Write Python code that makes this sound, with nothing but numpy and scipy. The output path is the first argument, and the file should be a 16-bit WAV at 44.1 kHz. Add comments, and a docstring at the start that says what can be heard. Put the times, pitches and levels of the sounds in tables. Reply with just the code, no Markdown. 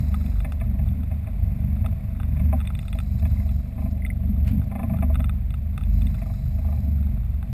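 """A fishing boat idling on a swell

Heard from inside a sealed camera housing fixed high on the boat's frame. Two engines drone and
beat slowly against each other; their shaking makes the mount knock, the case tick and a fitting ping.
Wind and sea come through the case as a muffled rush, with hiss, drops of spray and one slop of a wave.
A coarse sample-and-hold adds a thin glassy edge."""
import sys
import numpy as np
from scipy import signal
from scipy.fft import rfft, irfft, next_fast_len
from scipy.io import wavfile
from scipy.ndimage import uniform_filter1d

SR = 44100
rng = np.random.default_rng(int(sys.argv[2]) if len(sys.argv) > 2 else 0)


def to_wav(s):
    """Save 16-bit WAV."""
    ch = np.atleast_2d(s).T  # columns
    pcm = np.round(np.clip(ch, -1, 1) * 32767)  # PCM
    wavfile.write(sys.argv[1], SR, pcm.astype(np.int16))


N = 332053
TIME = np.arange(N) / SR


def gain_of(db):
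    """Turns decibels into a multiplier."""
    return 10 ** (np.asarray(db) / 20)


def evened(x):
    """Scales x to an average (rms) level of 1."""
    return x / np.sqrt(np.mean(x ** 2) + 1e-20)


def coloured(x, tone):
    """Filters x by a table of frequencies and levels, then evens it."""
    hz, db = np.transpose(tone)
    size = next_fast_len(N, True)
    f = np.fft.rfftfreq(size, 1 / SR)
    gain = gain_of(np.interp(np.log(f + 1), np.log(hz), db))
    return evened(irfft(rfft(x, size) * gain, size)[:N])


def steadied(x, size):
    """Holds the power of x near 1 over stretches of `size` samples."""
    power = uniform_filter1d(uniform_filter1d(x ** 2, size), size)
    return x / np.sqrt(abs(power) + 1e-12)


def add(mix, s, sound):
    """Mixes a sound in at s seconds."""
    part = mix[max(round(s * SR), 0):][:len(sound)]
    part += sound[:len(part)]


def swells(rows):
    """Adds up bell-shaped bumps, one per row, into a curve for each level column."""
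    s, width, *heights = np.transpose(rows)
    t = TIME[::100]
    bells = np.exp(-(2 * (t - s[:, None]) / width[:, None]) ** 2)
    return [np.interp(TIME, t, h @ bells) for h in heights]


def spell(start, end, rise_s, fall_s):
    """Fades in before start, holds until end, then fades out."""
    return np.exp(np.minimum(TIME - start, 0) / rise_s - np.maximum(TIME - end, 0) / fall_s)


def drift(step_s):
    """A smooth random wobble that changes about once per step."""
    t = TIME[::100]
    f = np.fft.rfftfreq(len(t), t[1])
    keep_slow = np.exp(-(2 * f * step_s) ** 2) * (f > 0)
    wobble = irfft(rfft(rng.standard_normal(len(t))) * keep_slow, len(t))
    return np.interp(TIME, t, evened(wobble))


def strike(modes, levels_db, splits_hz, scrape, scrape_s, rise_cycles):
    """A tap and brief scrape ring a part's modes (its own notes); each pitch band gets its own level."""
    t = np.arange(SR // 10) / SR
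    hz, db, ring_s = np.transpose(modes)[:, :, None]
    detune = 1 + 0.0091 * rng.standard_normal(hz.shape)
    rings = gain_of(db - 60 * t / ring_s) * np.sin(2 * np.pi * hz * detune * t)
    rings *= 1 - np.exp(-t * hz / rise_cycles)  # low notes take longer to build
    force = rng.standard_normal(len(t)) * np.exp(-t / scrape_s)
    force *= scrape / np.linalg.norm(force)
    force[0] += 1  # the tap
    rings = signal.fftconvolve(force[None], rings, axes=1)[:, :len(t)]
    band = np.searchsorted(splits_hz, hz[:, 0])
    return sum(gain_of(level) * evened(rings[band == k].sum(0)) for k, level in enumerate(levels_db))


# Surges as the engines fall into step: (middle [s], width [s], drone lift [dB], boom lift [dB])
ENGINE_SURGES = [(0.15, 0.35, 11, 9), (0.81, 0.46, 10, 8.5), (1.7, 0.56, 6, 10), (2.44, 0.43, 12, 9),
                 (3.31, 0.5, 11, 8), (3.89, 0.25, 5, 7.5), (4.33, 0.32, 9.5, 10.5), (4.56, 0.1697, 6, 15.5),
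                 (4.86, 0.319, -2, 10.5), (5.17, 0.46, 11, 7.5), (6.03, 0.43, 9.5, 9.5),
                 (6.93, 0.53, 11, 10), (7.33, 0.13, 7, -3), (7.5, 0.14, -1.5, 6.5)]
# The deep hum swells and cancels: (middle [s], width [s], change [dB])
HUM_SWELLS = [(0.36, 0.19, 4.5), (0.54, 0.083, -7), (0.77, 0.12, 2.5), (1.21, 0.14, -26), (1.5, 0.24, 6),
              (2.05, 0.17, -4), (2.85, 0.12, -9), (3.72, 0.13, -5), (4.5, 0.13, 2), (4.8, 0.3, -10.5),
              (5.96, 0.24, 10.5), (6.92, 0.22, -17), (7.2, 0.3, 4)]
# Tone of the low throb and of the boom above it: (frequency [Hz], relative level [dB])
THROB_SPECTRUM = [(27, -16), (40, -22.5), (62, 3.5), (84, 7), (102, 5.5), (120, 4), (131, -7), (146, 1),
                  (162, -15.5), (190, -60)]
BOOM_SPECTRUM = [(140, -23.5), (163, -10.5), (174, -5), (198, 3.5), (225, -5), (258, -11.5), (283, -17.5),
                 (305, -28.5), (360, -80.5)]


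def engines(turns, other_turns):
    """Tones at multiples of shaft speed: low ones clean, higher ones roughened by wind and exhaust."""
    def harmonic(k, shaft):
        return np.sqrt(2) * np.cos(2 * np.pi * (k * shaft + rng.random()))

    drone_lift, boom_lift = swells(ENGINE_SURGES)
    hum_db = -29 + swells(HUM_SWELLS)[0] + 2 * drift(0.1)
    drone_db = -32 + drone_lift + 2 * drift(0.068)
    throb_db = -31 + 0.42 * boom_lift + 2.4 * drift(0.043)
    boom_db = -41 + 0.93 * boom_lift + 2 * drift(0.043)
    out = gain_of(-42) * harmonic(0.98, turns)
    out += gain_of(hum_db) * harmonic(2, turns)
    out += gain_of(drone_db) * harmonic(3, other_turns)
    for tone, db, rough in (THROB_SPECTRUM, throb_db, 0.6), (BOOM_SPECTRUM, boom_db, 0.46):
        firing = sum(0.43 * harmonic(k, turns) + harmonic(k, other_turns) for k in range(4, 13))
        buffeting = coloured(rng.standard_normal(N), tone)
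        blend = (1 - rough) * coloured(firing, tone) + rough * buffeting
        out += gain_of(db) * steadied(blend, size=3000)
    return out


def shaft_turns(speeds_hz=(25.04, 24.595), sag_hz_per_db=0.04, wander_hz=0.45):
    """Counts each engine's turns; the speed wanders and drops a little in a surge."""
    sag_hz = sag_hz_per_db * swells(ENGINE_SURGES)[0]
    return [np.cumsum(hz - sag_hz + wander_hz * drift(0.25)) / SR for hz in speeds_hz]


# The rush before surges lift it: (time [s], hollow body level [dB], upper wash level [dB])
RUSH_LEVELS = [(0, -55.5, -56), (0.6, -55.5, -59), (1.3, -56.5, -59), (2.1, -55.5, -58.5),
               (2.55, -57.5, -55), (2.9, -58, -61.5), (3.4, -57.5, -59), (4.05, -55, -63.5),
               (4.95, -56, -58.5), (5.6, -60, -62), (6.15, -57, -57.5), (6.4, -57.5, -60.5),
               (6.7, -55, -61), (7.5, -59.5, -60.5)]
# Tone of the body, the wash and a steady background: (frequency [Hz], relative level [dB])
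BODY_SPECTRUM = [(150, -34.5), (330, -5), (470, -4), (560, -2), (660, 5), (720, -1.5), (820, -6),
                 (930, -33), (1200, -67.5)]
WASH_SPECTRUM = [(700, -5), (1050, 6.5), (1300, -0.5), (1600, -1), (2150, 5), (2600, 1.5), (3100, -24.5),
                 (3600, -7), (4200, -17.5), (6000, -13)]
BACKGROUND_SPECTRUM = [(300, -9), (1500, 1), (3500, 2.5), (4600, -0.5), (6000, -12.5)]


def rush(turns, flutter_db=2):
    """Sea and wind come through the case, fluttering with each turn of an engine."""
    flutter = gain_of(flutter_db * np.cos(2 * np.pi * turns))
    body_db, wash_db = rush_levels()
    out = gain_of(-68) * coloured(rng.standard_normal(N), BACKGROUND_SPECTRUM)
    for db, tone in (body_db + 1, BODY_SPECTRUM), (wash_db, WASH_SPECTRUM):
        out += gain_of(db) * coloured(rng.standard_normal(N) * flutter, tone)
    return out


def rush_levels():
    """Body and wash levels in dB, lifted a little by each surge."""
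    s, body_db, wash_db = np.transpose(RUSH_LEVELS)
    lift = swells(ENGINE_SURGES)[1]
    return np.interp(TIME, s, body_db) + 0.19 * lift, np.interp(TIME, s, wash_db) + 0.12 * lift


def water_noise(tone, grain_db=2.5):
    """Noise whose level flickers quickly, so it sounds grainy."""
    flicker = evened(uniform_filter1d(rng.standard_normal(N), size=200))
    return coloured(gain_of(grain_db * flicker) * rng.standard_normal(N), tone)


# Spells of hiss: (start [s], end [s], level [dB])
HISS_SPELLS = [(-0.1, 0.298, -62), (2.81, 3.15, -65), (3.2, 3.52, -64), (3.8, 3.82, -69), (5.928, 6.4, -64),
               (6.45, 6.827, -66.5)]
# Tone of the hiss: (frequency [Hz], relative level [dB])
HISS_SPECTRUM = [(2500, -30), (3600, -16.5), (3850, 1.5), (3980, 7), (4150, -9), (4450, -3), (4650, -2.5),
                 (4900, -2.5), (5280, 0), (5550, -3.5), (6000, -21)]


def spray_hiss(rise_s=0.059, fall_s=0.19):
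    """Spray makes a thin hiss that comes and goes."""
    spells = [gain_of(db) * spell(start, end, rise_s, fall_s) for start, end, db in HISS_SPELLS]
    return np.max(spells, axis=0) * water_noise(HISS_SPECTRUM)


# Notes of the mount and the case: (frequency [Hz], relative level [dB], time to fade 60 dB [s])
MOUNT_MODES = [(240.7, 2.5, 0.15), (568, -12.5, 0.15), (655, 6.5, 0.059), (782, 0.5, 0.049),
               (1036, -6.5, 0.058), (1174, -1.5, 0.026), (1760, -1.5, 0.032), (2094, -6, 0.052),
               (2310, 4, 0.02), (2515, -1.5, 0.027), (3470, -15, 0.029)]
CASE_MODES = [(810, 7.5, 0.016), (1309, 9.5, 0.018), (1460, 2.5, 0.016), (2064, -5, 0.017),
              (2533, 2.5, 0.0096), (2700, -15.5, 0.017), (3540, 6, 0.018), (3610, -11, 0.049)]


def chatter(turns, case_share=0.39, spread_db=4):
    """Each engine turn faintly taps the case or the mount, harder when the rush is loud."""
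    out = np.zeros(N)
    body_db, wash_db = rush_levels()
    turn_starts = np.flatnonzero(np.diff(np.floor(turns)))
    for i, (late, pick, force) in zip(turn_starts, rng.random((len(turn_starts), 3))):
        if pick < case_share:
            modes, db, split_hz = CASE_MODES, wash_db[i] - 9, 3100
        else:
            modes, db, split_hz = MOUNT_MODES, body_db[i] - 7, 900
        db += spread_db * (2 * force - 1)
        bands_db = (db, db - 10)  # a soft tap barely wakes the high notes
        tap = strike(modes, bands_db, [split_hz], scrape=1, scrape_s=0.0087, rise_cycles=0.23)
        add(out, i / SR + 0.03 * late, tap)
    return out


# Sharp ticks: (time [s], middle ring level [dB], tilt toward the high ring [dB])
CASE_TICKS = [(0.142, -55.5, -10), (0.262, -64, 1), (0.4028, -59, -3), (0.4473, -66, -3),
              (0.5211, -59.5, -8), (0.601, -66.5, 2), (0.888, -68, 14), (1.0328, -67, -6),
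              (1.8609, -55.5, -7), (2.1999, -63.5, -12.5), (2.2315, -62, -5.5), (2.603, -59, -4),
              (2.6124, -61.5, -7), (2.6516, -63, 4), (2.6729, -52.5, 8.5), (2.7028, -64.5, -13),
              (2.751, -56.5, 6.5), (2.7899, -55, 6), (2.828, -65.5, -1), (2.8813, -58, 3),
              (2.9284, -53.5, 3), (2.9871, -52.5, 1), (3.0012, -59, -5.5), (3.197, -67, 5),
              (3.4905, -64.5, 0), (4.0634, -58.5, 3), (4.6163, -68.5, -11), (4.9704, -68, -6),
              (4.9866, -66, -11), (5.1436, -59.5, -4), (5.1551, -54, -7), (5.2031, -57.5, -4.5),
              (5.242, -54.5, -4), (5.294, -55, -6), (5.5054, -62, 4), (5.5398, -61, -7),
              (5.7772, -54.5, -5.5), (5.8093, -65, -8), (5.8355, -62, 4), (6.018, -60, 5),
              (6.068, -59.5, 15), (6.1447, -65, -4), (7.427, -65, -10)]


def case_ticks():
    """The case is shaken against its stops and rings very briefly."""
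    out = np.zeros(N)
    for s, db, tilt in CASE_TICKS:
        bands_db = (db - 1.5 - tilt, db, db - 3 + 0.26 * tilt)
        tick = strike(CASE_MODES, bands_db, (1750, 3100), scrape=0.63, scrape_s=0.0036, rise_cycles=3.2)
        add(out, s, tick)
    return out


# Dull knocks, before their boost: (time [s], count, body level [dB], bright ring level [dB])
MOUNT_KNOCKS = [(0.446, 1, -49.5, -53), (0.61, 1, -51.5, -57), (0.79, 1, -54, -64), (1.113, 1, -55, -63.5),
                (1.271, 1, -54, -62), (1.843, 1, -51, -64), (2.367, 1, -65, -63), (2.395, 1, -55.5, -59.5),
                (2.527, 1, -40, -56.5), (2.95, 1, -53, -67), (3.222, 1, -56, -66), (3.252, 1, -53.5, -57.5),
                (3.32, 3, -62, -72), (3.779, 3, -54, -67.5), (4.714, 1, -51.5, -61.5),
                (4.753, 3, -46.5, -58), (4.896, 2, -47.5, -63), (5.023, 1, -42, -54),
                (5.098, 1, -46.5, -70), (5.194, 1, -48.5, -63), (6.217, 1, -52.5, -62),
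                (6.258, 2, -56, -73), (6.584, 1, -56.5, -70), (6.645, 3, -55, -72)]


def mount_knocks(gap_s=0.039, boost_db=3):
    """The mount hits its stops, once or in a run about one engine turn apart."""
    out = np.zeros(N)
    for s, count, body_db, bright_db in MOUNT_KNOCKS:
        bands_db = (body_db + 2, body_db, bright_db)
        for k in range(round(count)):
            knock = strike(MOUNT_MODES, bands_db, (400, 1500), scrape=0.83, scrape_s=0.01, rise_cycles=3)
            add(out, s + k * gap_s, gain_of(boost_db) * knock)
    return out


# Drops of spray: (time [s], level [dB])
SPRAY_DROPS = [(0.5219, -40), (1.862, -44), (3.0022, -45), (3.9099, -46), (4.473, -38), (4.642, -48),
               (5.7777, -43)]


def spray_drops(fade_s=0.0065):
    """Each drop hits the case with a tiny burst of bright noise."""
    out = np.zeros(N)
    t = np.arange(SR // 40) / SR
    for s, db in SPRAY_DROPS:
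        bright_noise = np.diff(rng.standard_normal(len(t) + 1))
        add(out, s, gain_of(db) * bright_noise * np.exp(-t / fade_s))
    return out


# Notes of the fitting: (frequency [Hz], relative level [dB], time to fade 60 dB [s])
FITTING_MODES = [(1794, -20, 0.027), (2090, 13, 0.027), (2218.7, -6, 0.059)]
# Its pings: (time [s], level [dB])
FITTING_PINGS = [(3.371, -62), (3.401, -61), (4.021, -56), (4.0498, -44.5), (4.102, -46.5), (6.185, -61.5)]


def fitting_pings():
    """A loose metal fitting rings when it is shaken against its stop."""
    out = np.zeros(N)
    for s, db in FITTING_PINGS:
        add(out, s, strike(FITTING_MODES, [db], [], scrape=0.2, scrape_s=0.0022, rise_cycles=2))
    return out


# Tone of the slop: (frequency [Hz], relative level [dB])
SLOP_SPECTRUM = [(300, 0), (700, 3), (1500, 2), (2500, 7), (3500, -0.5), (4600, -3), (6000, -13.5)]


def wave_slop(at_s=4.478, level_db=-46):
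    """One wave slops against the hull in a short splash."""
    return gain_of(level_db) * spell(at_s, at_s, rise_s=0.016, fall_s=0.035) * water_noise(SLOP_SPECTRUM)


# Gaps between the pitches at which the housing wall rings: (middle [Hz], width [Hz], change [dB])
WALL_DIPS = [(413, 120, -3), (925, 71, -9), (1600, 160, -1.5), (3080, 220, -3.5), (3250, 130, -8),
             (4600, 780, -5)]


def through_wall(x):
    """The housing wall weakens the pitches that fall in its gaps."""
    size = next_fast_len(N, True)
    f = np.fft.rfftfreq(size, 1 / SR)
    gaps_db = sum(db * np.exp(-(2 * (f - hz) / width) ** 2) for hz, width, db in WALL_DIPS)
    return irfft(rfft(x, size) * gain_of(gaps_db), size)[:N]


def scene():
    """Everything that reaches the microphone inside the housing, in one channel."""
    turns, other_turns = shaft_turns()
    drone = engines(turns, other_turns)
    sea = rush(other_turns) + spray_hiss() + wave_slop() + spray_drops()
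    rattle = mount_knocks() + case_ticks() + fitting_pings() + chatter(other_turns)
    return (drone + sea + through_wall(rattle))[None]


def record(dry):
    """Holding each sample at a low rate mirrors the sound faintly into the treble: the glassy edge."""
    def low_pass(x, hz):
        taps = signal.firwin(181, hz, window=("kaiser", 9), fs=SR)
        return signal.oaconvolve(x, taps[None], "same")

    hold_hz = 12000
    slow = signal.resample_poly(low_pass(dry, hz=6020), hold_hz, SR, axis=1)
    steps = np.repeat(slow, 4, axis=1)
    held = signal.resample_poly(steps, SR, 4 * hold_hz, axis=1)[:, :N]
    return low_pass(held, hz=15200)


dry = scene()
out = record(dry)
to_wav(out)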